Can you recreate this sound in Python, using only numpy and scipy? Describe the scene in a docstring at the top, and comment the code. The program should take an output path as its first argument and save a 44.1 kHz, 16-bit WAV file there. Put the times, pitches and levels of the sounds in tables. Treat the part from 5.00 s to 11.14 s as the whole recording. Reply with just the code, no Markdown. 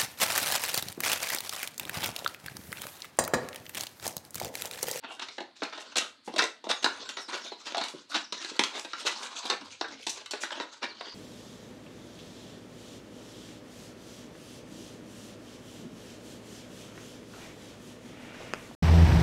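"""A mule steps sideways on hard, gritty dirt a few metres off, in still air; a house wall and eaves answer briefly.
Feet drag and kick up sand from the start. From 0.2 s hooves land: a sharp contact, then a crush of grit
that rings the hoof, deepened by weight, brightened by loose grit. Hooves and boots scuff in between,
with a few soft thumps from 1.3 s. Small birds whistle faintly from 1.75 s, a long hollow scrape comes
at 4.1 s, and a thin, far shrill enters near 6 s."""
import sys
import numpy as np
from scipy import signal
from scipy.fft import rfft, irfft
from scipy.io import wavfile
from scipy.ndimage import uniform_filter1d

SR = 44100
rng = np.random.default_rng(int(sys.argv[2]) if len(sys.argv) > 2 else 0)


def to_wav(s):
    """Save 16-bit WAV."""
    ch = np.atleast_2d(s).T  # columns
    pcm = np.round(np.clip(ch, -1, 1) * 32767)  # PCM
    wavfile.write(sys.argv[1], SR, pcm.astype(np.int16))


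N = 270948
HIT_SAMPLES = 8192
# Spectrum of crushed dirt. Each row: frequency in Hz, gain in dB.
DIRT_SPECTRUM = [(30, -21), (90, -41), (150, -28.5), (200, -3), (280, 1.5), (600, -4), (1500, -2.5),
                 (2200, -1), (4300, 4.5), (7000, -10.5), (9000, -15), (12000, -25), (16000, -40)]


def undb(db):
    """Decibels to gain."""
    return 10 ** (np.asarray(db) / 20)


def unit(x):
    """Scale to rms 1."""
    return x / np.sqrt(np.mean(x ** 2))


def add(track, start_s, sound):
    """Mix a sound in at a time."""
    start = max(int(start_s * SR), 0)
    track[start:start + len(sound)] += sound[:N - start]


def band(x, lo_hz, hi_hz, order=3):
    """Causal band-pass."""
    sos = signal.butter(order, [lo_hz, min(hi_hz, SR / 2 - 1)], "band", fs=SR, output="sos")
    return signal.sosfilt(sos, x)


def ring(x, hz, width_hz):
    """One damped resonance, gain 1 at its centre."""
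    return signal.lfilter(*signal.iirpeak(hz, hz / width_hz, fs=SR), x)


def colour(x, points, size=4096):
    """Minimum-phase filter through (Hz, dB) points."""
    hz, db = np.transpose(points)
    grid_hz = np.maximum(np.arange(size // 2 + 1) * SR / size, 1)
    gain = undb(np.interp(np.log(grid_hz), np.log(hz), db))
    cepstrum = irfft(np.log(gain))
    cepstrum[1:size // 2] *= 2
    cepstrum[size // 2 + 1:] = 0
    response = irfft(np.exp(rfft(cepstrum)))
    return signal.fftconvolve(x, response)[:len(x)]


def wander(rate_hz):
    """Smooth random drift, rms 1."""
    hold = int(SR / rate_hz)
    steps = np.repeat(rng.standard_normal(N // hold + 1), hold)
    return unit(uniform_filter1d(steps, hold)[:N])


def grains(per_s, spread_db, size=N):
    """Impulses at random moments, a few much larger than the rest; rms 1."""
    happens = rng.random(size) < per_s / SR
    strength = undb(spread_db * np.minimum(rng.exponential(size=size), 4))
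    return unit(happens * strength * rng.choice([-1, 1], size))


def air(hush_db=-64.5, hush_swell_db=1, rumble_swell_db=3):
    """Distant outdoor hush over a faint, wavering rumble."""
    # Still air. Each row: frequency in Hz, gain in dB.
    spectrum = [(30, -27), (70, -22), (110, -16), (155, -4), (260, 12), (500, -14), (1500, 0), (3000, -1),
                (4400, 7), (6000, -19), (9000, -18), (16000, -39)]
    # Low rumble. Each row: time in seconds, mean level in dB.
    rumble_curve = [(.35, -79.5), (1.6, -91), (2.07, -72), (2.3, -87), (4.3, -84.5), (4.9, -72.5),
                    (5.4, -89.5), (6.1, -73)]
    hush = unit(colour(rng.standard_normal(N), spectrum)) * undb(hush_db + hush_swell_db * wander(0.47))
    rumble_db = np.interp(np.arange(N) / SR, *np.transpose(rumble_curve))
    rumble = unit(band(rng.standard_normal(N), 89, 120, order=2))
    return hush + rumble * undb(rumble_db + rumble_swell_db * wander(5.2))


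def drag_envelopes(attack_s=0.014, release_s=0.033, rest_rub_db=-69.5, rest_sand_db=-91):
    """Gains of rub and sand: each drag sets in, holds and dies back to feet only shifting their load."""
    # Drags over loose dirt. Each row: start in seconds, length in seconds, relative rub and sand in dB.
    drags = [(0.024, 0.091, -46, -71), (0.225, 0.14, -63.5, -56), (0.553, 0.055, -59, -51.5),
             (0.64, 0.28, -53, -56), (0.972, 0.065, -43.5, -70), (1.252, 0.074, -56, -56),
             (1.918, 0.18, -49.5, -49.5), (2.274, 0.21, -49, -47), (2.552, 0.44, -56.5, -53.5),
             (3.095, 0.073, -42, -38.5), (3.335, 0.22, -53.5, -51.5), (3.664, 0.11, -47, -53),
             (3.863, 0.61, -53.5, -50.5), (4.204, 0.06, -47.5, -43), (4.343, .05, -49.5, -46),
             (4.444, 0.034, -43, -42.5), (4.601, 0.064, -49.5, -52.5), (4.686, 0.046, -57, -47.5),
             (4.871, 0.099, -53, -52.5), (5.005, .055, -69, -48.5), (5.086, 0.12, -54, -51),
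             (5.336, 0.12, -48.5, -47), (5.51, 0.11, -45, -49.5), (5.643, 0.15, -61, -60),
             (5.874, 0.31, -55.5, -59)]
    t = np.arange(N) / SR
    rub, sand = undb(rest_rub_db), undb(rest_sand_db)
    for start_s, length_s, rub_db, sand_db in drags:
        attack = np.clip((t - start_s) / attack_s, 0, 1)
        motion = attack * np.exp(-np.maximum(t - start_s - length_s, 0) / release_s)
        rub = np.maximum(rub, motion * undb(rub_db))
        sand = np.maximum(sand, motion * undb(sand_db))
    return rub, sand


def hoof(push, detune=0.024):
    """The push plus the hoof's damped resonances, which shift with every footing."""
    # Hoof on packed earth. Each row: frequency in Hz, width in Hz, gain over the bare push in dB.
    modes = [(392, 120, -2), (1008, 440, 12.5), (1345, 570, 10.5), (2750, 210, 8.5), (3575, 620, 7),
             (5590, 1500, 6), (7100, 660, 0)]
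    shifts = np.exp(detune * rng.standard_normal(len(modes)))
    return push + sum(undb(db) * ring(push, hz * shift, width_hz)
                      for (hz, width_hz, db), shift in zip(modes, shifts))


def ground_patches(x, swing_db=4.5, rate_hz=22, bands=22):
    """A dragging foot meets ever new ground, so each band of its scrape drifts in level."""
    spectrum = rfft(x)
    hz = np.linspace(1, SR / 2, len(spectrum))
    position = np.interp(np.log(hz), np.log([250, 11000]), [0, bands - 1])
    parts = (irfft(spectrum * np.maximum(1 - abs(position - k), 0), N) for k in range(bands))
    return unit(sum(part * undb(swing_db * wander(rate_hz)) for part in parts))


def crumbs(lo_hz, hi_hz, per_size_per_s, sizes=12, q=13):
    """Loose clods or pebbles knock together, each size at its own well-damped pitch."""
    pitches_hz = np.geomspace(lo_hz, hi_hz, sizes) * np.exp(0.038 * rng.standard_normal(sizes))
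    ticks = sum(ring(grains(per_size_per_s, 0.97), hz, hz / q) / np.sqrt(hz) for hz in pitches_hz)
    return unit(band(ticks, lo_hz, hi_hz))


def shuffle(rub_db=-1, clod_db=-3, pebble_db=-3, catch_db=4.5):
    """Dragging feet catch and slip: earth rubs and clods tumble low, sand and pebbles rasp high."""
    # Sand rasping under a foot. Each row: frequency in Hz, gain in dB.
    rasp_spectrum = [(1200, -34), (2200, -11.5), (2800, -10), (3300, -1), (3950, 4.5), (4800, -1.5),
                     (6100, -3), (7000, -6), (9000, -16.5), (12000, -32.5), (16000, -52)]
    rub_gain, sand_gain = drag_envelopes()
    earth = colour(hoof(grains(per_s=1800, spread_db=3.2)), DIRT_SPECTRUM)
    rub = ground_patches(band(earth, 72, 3730)) * undb(rub_db)
    sand = ground_patches(colour(grains(per_s=2600, spread_db=1), rasp_spectrum))
    clods = crumbs(226, 1927, per_size_per_s=15) * undb(clod_db)
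    pebbles = crumbs(2140, 6420, per_size_per_s=23) * undb(pebble_db)
    stick_slip = unit(undb(catch_db * wander(75)))
    return stick_slip * ((rub + clods) * rub_gain + (sand + pebbles) * sand_gain)


def sand_sprays(trim_db=-2):
    """Kicked sand swells and settles as a thin, high patter."""
    # Sweeps of a foot. Each row: centre in seconds, Gaussian sigma in seconds, level in dB before trim.
    sweeps = [(0.128, 0.022, -53.5), (1.27, 0.014, -51.5), (2.218, 0.012, -50.5), (2.35, 0.013, -53),
              (2.902, 0.018, -52), (3.11, .011, -52), (3.807, .035, -51), (4.237, 0.0097, -48),
              (4.461, 0.012, -48), (5.123, .019, -49), (5.435, .014, -45)]
    # Flying sand. Each row: frequency in Hz, gain in dB.
    spectrum = [(2000, -42), (5000, 4), (8000, 2), (10500, -6), (13000, -20), (16000, -31)]
    t = np.arange(N) / SR
    swell = sum(undb(db) * np.exp(-.5 * ((t - centre_s) / sigma_s) ** 2)
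                for centre_s, sigma_s, db in sweeps)
    patter = unit(colour(grains(per_s=1500, spread_db=3.4), spectrum))
    return patter * swell * undb(trim_db)


def ringing_colour(push, lo_hz=1800, hi_hz=8500, q=32, ring_db=7, count=5):
    """A few narrow resonances at random pitches colour the crunch, different at every step."""
    pitches_hz = lo_hz * (hi_hz / lo_hz) ** rng.random(count)
    return undb(ring_db) * sum(ring(push, hz, hz / q) for hz in pitches_hz)


def gravel_cracks(push, crack_db=-4, lo_hz=1400, hi_hz=7500, q=11, count=4):
    """Single stones crack as the load builds, each at its own moment and pitch."""
    load, out = np.cumsum(abs(push)), np.zeros(len(push))
    for load_share, pitch, strength in rng.random((count, 3)):
        hz = lo_hz * (hi_hz / lo_hz) ** pitch
        snap = signal.unit_impulse(len(push), int(np.searchsorted(load, load_share * load[-1])))
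        out += strength * ring(snap, hz, hz / q) / np.sqrt(hz)
    return undb(crack_db) * out * np.linalg.norm(push) / np.linalg.norm(out)


def footfall(push, level_db, weight_db, grit_db, hiss_db=-16, hiss_slope=2.12, top_db_per_octave=9.5):
    """Hoof and dirt ring: weight adds thud below the clop, grit adds crack above it; hiss lies on top."""
    sound = colour(hoof(push) + ringing_colour(push) + gravel_cracks(push), DIRT_SPECTRUM)
    # Duller steps lose their top treble; brighter ones hiss higher.
    top_hz = np.clip(10000 * 2 ** (grit_db / top_db_per_octave), 10500, 20000)
    edges_hz = [30, 700, 2200, 6500, top_hz]  # thud, clop, crack, hiss
    parts = [band(sound, lo, hi) for lo, hi in zip(edges_hz, edges_hz[1:])]
    balance_db = [weight_db, 0, grit_db, hiss_db + hiss_slope * grit_db]
    energy = SR / 100  # 10 ms at rms 1
    return undb(level_db) * sum(part * undb(db) * np.sqrt(energy / np.sum(part ** 2))
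                                for part, db in zip(parts, balance_db))


def hoof_strikes(contact_db=-12, bite_s=0.0013, knock_q=7, knock_trim_db=-1, rim_hz=3950, rim_spread=.035,
                 click_q=11, click_trim_db=0.5, ground_db=-35, ground_s=0.0013):
    """The rim bites and clicks, grit collapses, the sole's hollow knocks, weight thumps the ground."""
    # Hoof contacts. Each row: start in seconds, crush decay in seconds, knock in Hz, clop level in dB,
    # weight and grit in dB over the clop, knock and click in dB before their trims.
    contacts = [(.194, .0057, 1270, -40, -12, 3, -5, 15.5), (0.285, .0056, 1260, -43, -12, 4, -7, 21),
                (.381, .0062, 1760, -36, -1, -3.5, 2.5, -1), (0.404, .007, 342, -43.5, 8.5, 1.5, 2, 3),
                (0.619, .0085, 320, -30, -1, -9, 5, -6), (.631, .0082, 1290, -39, -8, 6, 4, 3),
                (.775, .012, 650, -40, -2.5, -1.5, -3, -7), (.956, .0036, 1640, -32.5, -6, 4, 1, 7),
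                (0.966, .015, 1650, -32, -21, 10.5, 0.5, 1), (.982, .0036, 666, -35, -1, 12, 6, 0),
                (1.275, .01, 770, -40.5, 7, -10, -7, 4), (1.338, .0064, 335, -52, 15.5, 8.5, 6, 5),
                (1.361, .0044, 654, -36.5, 4, 4.5, 9, 12), (1.381, .014, 1810, -32.5, 3, 9.5, 1, 0.5),
                (1.39, .003, 1530, -21, -11, -1, 1, -4), (1.398, .0026, 1510, -29, -11, -6, -10, 2),
                (1.421, .0051, 420, -32, 2, 4.5, 3.5, 0.5), (1.427, .0037, 1920, -29.5, -14, -3, 7, 3),
                (1.439, .002, 600, -40.5, 7.5, 10.5, -1, -8), (1.64, .011, 845, -50.5, 11, 6, 1, -3),
                (1.668, .0024, 634, -48.5, 13.5, -2, -1, -4), (1.69, .006, 840, -41, 3.5, 5.5, 8, -3),
                (1.7, .003, 488, -39.5, 9.5, -2, -10, 17), (1.712, .0024, 1210, -29, -14, 3.5, -3.5, 5.5),
                (1.843, .0046, 1540, -24, -3.5, 3.5, 7.5, 4), (1.861, .0025, 1480, -23, -8, -13, 8, 4),
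                (2.089, .0097, 1600, -42, -10, 9, -2, 7.5), (2.168, .022, 1370, -34.5, -5.5, 0, -9, -2.5),
                (2.287, .071, 970, -34, -12, -23, -0.5, 4), (2.518, .008, 424, -42.5, 5.5, -5.5, 10, 7.5),
                (2.721, .0025, 595, -44, 1, 3, -7, 0), (2.745, .004, 667, -32, -1.5, -3, 9, -8),
                (2.755, .006, 800, -37, -3, -5, 13, -3), (2.769, .0028, 660, -37.5, 7, 2, 18, -14),
                (2.778, .0046, 775, -32.5, -2, 2, 17.5, -14), (2.811, .0072, 923, -31, -4, -0.5, 3.5, 1.5),
                (2.837, .016, 1000, -37.5, -4, 5.5, 1.5, -5), (2.883, .0051, 870, -48, -10, 9.5, 3, -4),
                (3.116, .025, 1431, -37, -25, -12, 16, -5), (3.143, .0065, 1425, -29.5, -14, -2.5, 7.5, -5),
                (3.323, .0045, 1010, -34, -2, 2.5, 13, -8), (3.446, .003, 1582, -39.5, -4.5, 6, 4, 11.5),
                (3.592, .0041, 1020, -23.5, -1, 3, 0, -8), (3.636, 0.0053, 1140, -31, -12, 7, -8, 1),
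                (3.795, .002, 830, -54, 1, 15, -1, -3), (3.847, .0055, 390, -42.5, .5, 3, 1, -1),
                (3.932, .0025, 1365, -32.5, -14, -4, 16, -11), (4.05, .0069, 410, -49.5, 12, 4, 0, -1),
                (4.064, .0067, 1365, -33.5, -6, 5.5, 5.5, -0.5), (4.499, .003, 1070, -28.5, -3, 5, 9, 17),
                (4.507, .003, 1076, -29.5, -15, 2, -2, 16.5), (4.811, 0.003, 692, -30, -2, -0.5, 1.5, 4),
                (4.842, .012, 1610, -34, -6.5, -10, 13, 1), (5.066, .014, 930, -36.5, 3, 10, 12, 14),
                (5.093, .011, 970, -53, -27, 18.5, -4, -11), (5.259, .005, 1450, -48, -26, 7.5, 8, -3),
                (5.309, 0.01, 1500, -44, -8, 13.5, -4, 7.5), (5.334, .0052, 437, -34.5, -.5, -3.5, 6, 8),
                (5.434, .0026, 1450, -30.5, -9.5, -7.5, 12, -3),
                (5.505, .0034, 1650, -37, -20, -5.5, 7, -1), (5.599, .0083, 1040, -31, -1.5, -4, 5, 3),
                (6.008, .006, 2200, -37, -3.5, -2.5, 5, 10.5)]
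    out, t = np.zeros(N), np.arange(HIT_SAMPLES) / SR
    bite = 1 - np.exp(-t / bite_s)
    load = t / ground_s * np.exp(1 - t / ground_s)
    for start_s, crush_s, knock_hz, level_db, weight_db, grit_db, knock_db, click_db in contacts:
        push = grains(per_s=4500, spread_db=3.18, size=HIT_SAMPLES) * np.exp(-t / crush_s) * bite
        push[int(bite_s * SR)] += undb(contact_db) * np.linalg.norm(push)
        knock = undb(knock_trim_db + knock_db) * ring(push, knock_hz, knock_hz / knock_q)
        click_hz = rim_hz * np.exp(rim_spread * rng.standard_normal())
        click = undb(click_trim_db + click_db) * ring(push, click_hz, click_hz / click_q)
        thump = undb(level_db + weight_db + ground_db) * band(load, 53, 160, order=1)
        add(out, start_s, footfall(push + knock + click, level_db, weight_db, grit_db) + thump)
    return out


def scuffs():
    """A foot slides: a dense rush of grains that swells and stops."""
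    # Short slides. Each row: centre in seconds, Gaussian sigma in seconds, clop level in dB,
    # weight and grit in dB over the clop.
    slides = [(0.226, 0.0081, -36, -12, 1), (0.732, 0.0047, -39.5, -13, -3.5),
              (0.812, 0.0094, -54, -20, 11.5), (.972, 0.0034, -43, 10.5, 13.5),
              (1.707, 0.0088, -29.5, -16, 3.5), (1.833, 0.0052, -41, -3, 6.5), (2.344, .012, -32, -4, -0.5),
              (2.674, 0.011, -37.5, -6, 3), (3.161, .007, -29.5, -3.5, 1), (3.766, .021, -35.5, -1.5, 2.5),
              (4.005, 0.012, -46, -5, 10), (4.073, 0.0097, -29, -12.5, 6), (4.526, 0.012, -31.5, -1.5, -4),
              (5.424, 0.0099, -53, 2, 16), (5.838, 0.01, -29, -5, -2)]
    out, t = np.zeros(N), np.arange(HIT_SAMPLES) / SR
    peak_s = t[-1] / 2
    for centre_s, sigma_s, level_db, weight_db, grit_db in slides:
        swell = np.exp(-.5 * ((t - peak_s) / sigma_s) ** 2)
        push = grains(per_s=7000, spread_db=3.05, size=HIT_SAMPLES) * swell
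        add(out, centre_s - peak_s, footfall(push, level_db, weight_db, grit_db))
    return out


def thumps(pitch_sag=0.232, roughness=0.74, trim_db=-1):
    """Soft, hollow thumps: low cycles that sag as the push dies away."""
    # Each row: start in seconds, length in seconds, starting pitch in Hz, level in dB before trim.
    pushes = [(1.293, 0.016, 298, -44), (2.938, 0.017, 418, -40.5), (3.512, 0.011, 433, -43),
              (4.604, 0.039, 320, -48.5), (4.872, 0.11, 320.4, -54)]
    out = np.zeros(N)
    for start_s, length_s, start_hz, db in pushes:
        progress = np.linspace(0, 1, int(length_s * SR))
        cycles = np.cumsum(start_hz * (1 - pitch_sag * progress)) / SR
        swell = np.sqrt(progress * (1 - progress)) * (1 + roughness * wander(407)[:len(progress)])
        add(out, start_s, undb(db + trim_db) * unit(np.sin(2 * np.pi * cycles) * swell))
    return band(out, 160, 890)


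def birds(flutter_depth=0.029, trim_db=-4):
    """Thin, falling whistles that flutter a little."""
    # Each row: start in seconds, length in seconds, start and end pitch in Hz, level in dB before trim.
    whistles = [(1.752, 0.077, 6770, 6200, -50), (1.995, .042, 4910, 4150, -51.5),
                (2.034, 0.19, 7700, 6470, -55), (2.176, 0.1, 6010, 5000, -47),
                (2.405, 0.049, 5870, 4900, -49), (2.501, 0.049, 4360, 4040, -46),
                (3.239, 0.02, 6130, 4870, -43), (3.374, 0.053, 6120, 5200, -47.5),
                (5.56, 0.075, 6840, 5700, -57), (5.884, 0.048, 4770, 3980, -47)]
    out = np.zeros(N)
    for start_s, length_s, start_hz, end_hz, db in whistles:
        progress = np.linspace(0, 1, int(length_s * SR))
        flutter = 1 + flutter_depth * wander(780)[:len(progress)]
        hz = (start_hz + (end_hz - start_hz) * progress) * flutter
        whistle = np.sin(2 * np.pi * np.cumsum(hz) / SR) * np.sqrt(progress * (1 - progress))
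        add(out, start_s, undb(db + trim_db) * unit(whistle))
    return out


def pivot(hz=1040, width_hz=420, trim_db=-2):
    """A long scrape, as of a sole pivoting: dense slips ring one hollow resonance."""
    # Each row: time in seconds, level in dB before trim.
    level_curve = [(4.1, -48), (4.16, -51), (4.27, -46), (4.34, -50.5), (4.47, -50), (4.52, -59)]
    level_db = np.interp(np.arange(N) / SR, *np.transpose(level_curve), left=-np.inf, right=-np.inf)
    slips = grains(per_s=740, spread_db=6.4)
    return unit(ring(ring(slips, hz, width_hz), hz, width_hz)) * undb(level_db + trim_db)


def shrill(hz=4650, width_hz=620, rough_db=3):
    """A thin, rough shrill far off, perhaps an insect: fast clicks in one narrow resonance."""
    # Each row: time in seconds, mean level in dB.
    level_curve = [(5.97, -64), (6.03, -47.5), (6.13, -52)]
    level_db = np.interp(np.arange(N) / SR, *np.transpose(level_curve), left=-np.inf)
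    clicks = grains(per_s=1000, spread_db=0.92)
    return unit(ring(ring(clicks, hz, width_hz), hz, width_hz)) * undb(level_db + rough_db * wander(39.9))


def yard(x, t60_s=0.27, tail_db=-1, gap_s=.006, wall_s=0.015, wall_db=-14, positions=16):
    """Adds a wall echo and scatter from eaves, fence and ground; the paths change as the source moves."""
    t, wet = np.arange(SR // 2) / SR, np.zeros(N)
    decay = np.exp(-np.log(1000) * t / t60_s) * (t > gap_s)
    position = np.linspace(0, positions - 1, N)
    for k in range(positions):
        scatter = grains(per_s=5000, spread_db=0.69, size=len(t)) * decay
        response = undb(tail_db) * scatter / np.linalg.norm(scatter)
        response[int(wall_s * rng.uniform(.7, 1.3) * SR)] += undb(wall_db)
        near = np.flatnonzero(abs(position - k) < 1)
        crossfade = np.cos(np.pi / 2 * (position[near] - k))
        add(wet, near[0] / SR, signal.fftconvolve(x[near] * crossfade, response))
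    return x + colour(wet, [(100, -7), (400, -5.5), (1500, -1), (5000, -5.5), (12000, -5.5)])


def scene():
    """Feet in the yard, birds and a thin shrill further off, over still air; mono."""
    feet = yard(hoof_strikes() + scuffs() + shuffle() + sand_sprays() + pivot() + thumps())
    far_birds = yard(birds(), t60_s=0.65, tail_db=0, wall_db=-30)
    return (feet + far_birds + shrill() + air())[None]


def record(dry):
    """Steep low-pass at 15.7 kHz."""
    return signal.sosfilt(signal.ellip(8, .2, 70, 15700, fs=SR, output="sos"), dry)


dry = scene()
out = record(dry)
to_wav(out)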